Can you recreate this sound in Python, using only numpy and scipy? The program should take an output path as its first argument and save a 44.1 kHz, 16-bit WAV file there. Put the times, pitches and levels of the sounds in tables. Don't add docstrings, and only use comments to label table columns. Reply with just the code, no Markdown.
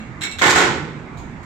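import sys
import numpy as np
from scipy import signal
from scipy.fft import rfft, irfft
from scipy.io import wavfile
from scipy.ndimage import uniform_filter1d, minimum_filter1d

SR = 44100
rng = np.random.default_rng(int(sys.argv[2]) if len(sys.argv) > 2 else 0)


def log_audio(samples):
    frames = np.atleast_2d(samples).T
    limited = np.clip(frames, -1, 1)
    pcm = np.round(limited * 32767).astype(np.int16)
    wavfile.write(sys.argv[1], SR, pcm)


N = 63945

# frequency_hz, t60_s
TRAILER_DECAY = [(60, 2.5), (150, 2.06), (320, 1.35), (650, 0.63), (1500, 0.67), (3500, 0.68), (7500, 0.5),
                 (15000, 0.3)]
# frequency_hz, coherence_ratio
COHERENCE = [(60, 0.86), (280, 0.98), (550, 0.74), (1000, 0.28), (2000, .1), (12000, 0.079)]
# frequency_hz, left_minus_right_db
STEREO_BALANCE = [(40, -10.5), (125, -7.5), (250, -4.5), (500, -5.5), (1000, -2), (2000, -7), (4000, -1),
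                  (8000, -4.5), (14000, -1)]
# frequency_hz, relative_db
RUMBLE_SPECTRUM = [(28, -32), (42, -10.5), (54, 4.5), (80, -3), (140, -1.5), (220, -1), (350, -7.5),
                   (560, -14.5), (850, -9), (1400, -15.5), (2200, -15.5), (3000, -28), (5500, -38.5),
                   (7500, -36.5), (9300, -55.5), (15500, -64)]
# start_s, level_db, treble_db
BOLT_CONTACTS = [(-.08, -28.5, -17), (.2095, -29, 6), (.2165, -27.5, -3), (.2255, -32, 5.5),
                 (.2323, -24.5, 5), (.2362, -35.5, -18), (.267, -36, -10), (.3115, -33, 7)]
# frequency_hz, relative_db
BOLT_SPECTRUM = [(100, -30), (700, -33), (1300, 0.5), (2200, 3), (3000, -2), (4000, 1.5), (4800, -13.5),
                 (5700, -12), (6300, -14), (7600, -0.5), (8700, -21), (9500, -29), (10700, -21),
                 (12300, -33), (13500, -17), (15500, -34)]
# pitch_hz, width_hz, relative_db
BOLT_RESONANCES = [(1606, 12, 14), (2160, 60, 11.5), (2240, 11, 19), (2700, 30, 14.5), (3738, 28, 14.5),
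                   (4030, 99, 10.5), (4326, 37, -3), (5600, 97, 7), (6970, 35, 3), (7620, 78, 12.5),
                   (10500, 110, -8)]
# start_s, level_db, relative_ring_db
FITTING_TICKS = [(-.04, -45.5, -10), (1.171, -46.5, -21), (1.178, -46.5, -7), (1.196, -56, 2),
                 (1.429, -50, -12)]
# frequency_hz, relative_db
FITTING_SPECTRUM = [(200, 15), (1000, -22), (2500, -4.5), (4000, 2), (5500, -8.5), (7600, -1), (9300, -20),
                    (11000, -16.5), (15500, -17)]
# pitch_hz, relative_db, t60_s
FITTING_RING = [(6643, 0, 0.48)]
# start_s, level_db, pitch_hz, t60_s
DECK_BOOMS = [(-.01, -28, 215.8, 0.26), (.075, -31, 127, 0.32), (.145, -31, 91, .18),
              (.345, -35.5, 81, 0.35), (.46, -25.5, 96, 0.18), (0.543, -17, 87, 0.082),
              (.635, -36.5, 77.3, 0.29), (.745, -35.5, 84.4, 0.49), (0.789, -31.5, 151, 1),
              (0.886, -36.5, 230, 0.71), (.96, -33.5, 123, 0.24), (1.064, -52, 166, 0.17),
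              (1.249, -31, 81.3, 0.23)]
# start_s, level_db
CATCH_CONTACTS = [(0.385, -30.5), (0.389, -28), (0.3958, -40)]
# frequency_hz, relative_db
KEEPER_SPECTRUM = [(200, -40), (700, -24), (1400, 0), (2200, 1.5), (3000, -4), (3800, 7.5), (4700, -11),
                   (5600, -7), (7600, -4), (9400, -24), (15500, -20)]
# start_s, level_db, treble_db, bass_db
GATE_BLOWS = [(0.4131, -19.5, -7.5, -9), (.4185, -8.5, -4, -7.5), (0.4282, -15.5, 2.5, 4),
              (0.4606, -22, 5, -5), (0.4676, -16, 2, -1.5), (.498, -15.5, 7, -6), (.551, -15, 0, 1.5),
              (0.5584, -12, -3, -4.5), (.582, -14.5, 3, 1.5), (.598, -16.5, -5, -0.5), (.634, -19, -6, 1)]
# frequency_hz, relative_db
PANEL_SPECTRUM = [(30, -58), (70, -23), (125, -5), (240, -5), (330, -1), (450, -2), (640, -6), (850, 1.5),
                  (1400, -1.5), (2100, -1), (2700, -7.5), (3700, -7), (4700, -12.5), (6300, -13),
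                  (7300, -9), (8300, -17), (9400, -34), (11000, -30), (15500, -33.5)]
# pitch_hz, slam_weight_db, rebound_weight_db, t60_s
GATE_MODES = [(326.8, -7, -4, 0.38), (326.7, -1, -13, 1), (358.5, 0, 0, 0.97), (487, -2.5, -27, 0.4),
              (730, -2.5, 4.5, 0.4), (784, 2, 2, 0.21), (873, -12.5, 2.5, 0.56), (915, -15, -2.5, 0.57),
              (1069, 5.5, -5, 0.41), (1315.5, 0, 5, 0.5), (1360, 6.5, -11, 0.71), (1423, 5.5, 2.5, 0.44),
              (1441, -5, 3.5, 0.45), (1485, 7, 7.5, 0.6), (1525, -20, 5.5, 0.29), (1756, -13, -20, 0.2),
              (1779, 5.5, -4, 0.62), (1787, 4, -20, 0.44), (1894, 0, -2, 0.74), (2008, 9, -8, 0.18),
              (2140, 11.5, -15, 0.2), (2261, 7.5, -15, 0.56)]
# start_s, level_db
FOOTFALLS = [(1.126, -43.5), (1.191, -38), (1.27, -43)]
# frequency_hz, relative_db
SOLE_SPECTRUM = [(50, 2), (200, -9), (400, 7), (600, -22), (950, 2.5), (2000, -28), (4000, -38),
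                 (15000, -85)]

RESPONSE_SAMPLES, ONSET_S = 49152, 0.00085
T, HZ = np.arange(RESPONSE_SAMPLES) / SR, np.fft.rfftfreq(RESPONSE_SAMPLES, 1 / SR)
TREBLE_HZ, BASS_HZ = 2780, 396
TREBLE_SHELF, BASS_SHELF = HZ ** 4 / (HZ ** 4 + TREBLE_HZ ** 4), 1 / (1 + (HZ / BASS_HZ) ** 2)


def amp(db):
    return 10 ** (np.asarray(db) / 20)


def unit(x):
    return x / np.sqrt(np.mean(abs(x) ** 2) + 1e-20)


def curve(points, hz):
    knots_hz, values = np.transpose(points)
    return np.interp(np.log(hz + 1), np.log(knots_hz + 1), values)


def add(mix, start_s, sound):
    at = round(start_s * SR)
    sound, part = sound[:, max(-at, 0):], mix[:, max(at, 0):]
    part[:, :sound.shape[1]] += sound[:, :part.shape[1]]


def stereo(spectra, hz):
    coherence, lean = curve(COHERENCE, hz), amp(curve(STEREO_BALANCE, hz) / 2)
    left = coherence * spectra[0] + np.sqrt(1 - coherence ** 2) * spectra[1]
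    return np.array([left * lean, spectra[0] / lean])


def colour(x, shape_db):
    cepstrum = irfft(np.log(unit(amp(shape_db)) + 1e-6))
    cepstrum[1:RESPONSE_SAMPLES // 2] *= 2
    cepstrum[RESPONSE_SAMPLES // 2 + 1:] = 0
    return irfft(rfft(x) * np.exp(rfft(cepstrum)))


def decay(t, t60_s):
    return np.exp(-np.log(1000) * t / np.maximum(t60_s, 1e-3))


def free_vibration(modes):
    hz, db, t60_s = np.transpose(modes)
    phases = np.exp(2j * np.pi * rng.random((len(hz), 2))).T
    amplitudes = stereo(phases, hz) * amp(db) / np.linalg.norm(amp(db))
    waves = np.exp(2j * np.pi * hz[:, None] * T) * decay(T, t60_s[:, None])
    return np.sqrt(2) * (amplitudes @ waves).real * (1 - np.exp(-T / ONSET_S))


def trailer_reverb(t60_scale=1, early_db=-2, early_t60_s=0.18):
    reflections = rng.standard_normal((2, len(T))) * (rng.integers(0, 12, (2, len(T))) == 0)
    hz, t, spectra = signal.stft(unit(reflections), SR, nperseg=512)
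    t60_s = t60_scale * curve(TRAILER_DECAY, hz)[:, None]
    tail = signal.istft(stereo(spectra, hz[:, None]) * decay(t, t60_s), SR, nperseg=512)[1][:, :len(T)]
    early_lift = 1 + amp(early_db) * decay(T, early_t60_s)
    return tail * early_lift * (1 - np.exp(-T / ONSET_S)) / np.sqrt(2)


def outdoor_rumble(level_db=-35.5, drift_db=2):
    frames = dict(fs=SR, nperseg=2048, noverlap=1536)
    hz, _, spectra = signal.stft(rng.standard_normal((2, N)), **frames)
    patches = uniform_filter1d(rng.standard_normal(spectra.shape[1:]), size=12, axis=0)
    patches = unit(uniform_filter1d(patches, size=8, axis=1))
    shape_db = curve(RUMBLE_SPECTRUM, hz)[:, None] + drift_db * patches
    rumble = signal.istft(stereo(spectra, hz[:, None]) * amp(shape_db), **frames)[1][:, :N]
    return amp(level_db) * unit(rumble)


def latch_bolt(resonance_db=-0.5):
    out = np.zeros((2, N))
    peak_power = sum(amp(db + resonance_db) ** 2 / (1 + (2 * (HZ - hz) / width_hz) ** 2) ** 2
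                     for hz, width_hz, db in BOLT_RESONANCES)
    bolt_db = 10 * np.log10(amp(curve(BOLT_SPECTRUM, HZ)) ** 2 + peak_power)
    for start_s, level_db, treble_db in BOLT_CONTACTS:
        clack = colour(trailer_reverb(t60_scale=0.67), bolt_db + treble_db * TREBLE_SHELF)
        add(out, start_s, amp(level_db) * clack)
    return out


def loose_fittings():
    out = np.zeros((2, N))
    for start_s, level_db, ring_db in FITTING_TICKS:
        tick = colour(trailer_reverb(t60_scale=0.99), curve(FITTING_SPECTRUM, HZ))
        ring = amp(ring_db) * free_vibration(FITTING_RING)
        add(out, start_s, amp(level_db) * (tick + ring))
    return out


def deck_booms(rise_s=0.015):
    out = np.zeros((2, N))
    swell = 1 - np.exp(-(T / rise_s) ** 2)
    for start_s, level_db, hz, t60_s in DECK_BOOMS:
        add(out, start_s, amp(level_db) * free_vibration([(hz, 0, t60_s)]) * swell)
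    return out


def catch_clicks():
    out = np.zeros((2, N))
    for start_s, level_db in CATCH_CONTACTS:
        click = colour(trailer_reverb(t60_scale=0.86), curve(KEEPER_SPECTRUM, HZ))
        add(out, start_s, amp(level_db) * click)
    return out


def gate_slam():
    out = panel_ring()
    for start_s, level_db, treble_db, bass_db in GATE_BLOWS:
        shape_db = curve(PANEL_SPECTRUM, HZ) + treble_db * TREBLE_SHELF + bass_db * BASS_SHELF
        add(out, start_s, amp(level_db) * colour(trailer_reverb() + rattle(), shape_db))
    return out


def panel_ring(gain_db=-20, rebound_s=0.54, rise_s=0.0026, waver_depth=0.5, hop=64):
    t, out = np.arange(N) / SR, np.zeros((2, N))
    start_s, blow_db, _, _ = np.transpose(GATE_BLOWS)[:, :, None]
    age_s = np.maximum(t[::hop] - start_s, 0)
    for hz, slam_db, rebound_db, t60_s in GATE_MODES:
        strengths = amp(blow_db + np.where(start_s < rebound_s, slam_db, rebound_db))
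        shares = strengths * decay(age_s, t60_s) * (1 - np.exp(-age_s / rise_s))
        envelope = np.linalg.norm(shares, axis=0)
        slow_noise = uniform_filter1d(rng.standard_normal((2, age_s.shape[1], 2)), size=50, axis=1)
        drift = unit(slow_noise @ np.array([1, 1j]))
        phases = np.exp(2j * np.pi * rng.random((2, 1)))
        phasors = stereo(phases + waver_depth * drift, hz) * envelope
        amplitude = np.array([np.interp(t, t[::hop], side) for side in phasors])
        out += (amplitude * np.exp(2j * np.pi * hz * t)).real
    return amp(gain_db) * np.sqrt(2) * out


def rattle(contacts_per_s=540, t60_s=0.31, gain_db=-13.5):
    clicks = rng.standard_normal((2, len(T))) * (rng.random((2, len(T))) < contacts_per_s / SR)
    return amp(gain_db) * irfft(stereo(rfft(unit(clicks)), HZ)) * decay(T, t60_s)


def footsteps():
    out = np.zeros((2, N))
    for start_s, level_db in FOOTFALLS:
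        thud = colour(trailer_reverb(t60_scale=0.66), curve(SOLE_SPECTRUM, HZ))
        add(out, start_s, amp(level_db) * thud)
    return out


def scene():
    metal = gate_slam() + latch_bolt() + catch_clicks() + loose_fittings()
    return metal + deck_booms() + footsteps() + outdoor_rumble()


def record(dry, threshold_db=-7, cut_share=0.2, detector_fall_db_per_s=11, ceiling=0.92, edge_hz=15750):
    power_db = 10 * np.log10(abs(uniform_filter1d((dry ** 2).mean(0), size=256)) + 1e-12)
    fall_db = np.arange(N) * detector_fall_db_per_s / SR
    detector_db = np.maximum.accumulate(power_db + fall_db) - fall_db
    excess_db = np.maximum(detector_db - threshold_db, 0)
    compressed = dry / amp(cut_share * uniform_filter1d(excess_db, size=128))
    peak_gain = ceiling / np.maximum(abs(compressed).max(0), ceiling)
    limited = compressed * uniform_filter1d(minimum_filter1d(peak_gain, size=129), size=129)
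    lowpass = signal.firwin(511, edge_hz, window=("kaiser", 9), fs=SR)
    return signal.oaconvolve(limited, lowpass[None], "same")


dry = scene()
out = record(dry)
log_audio(out)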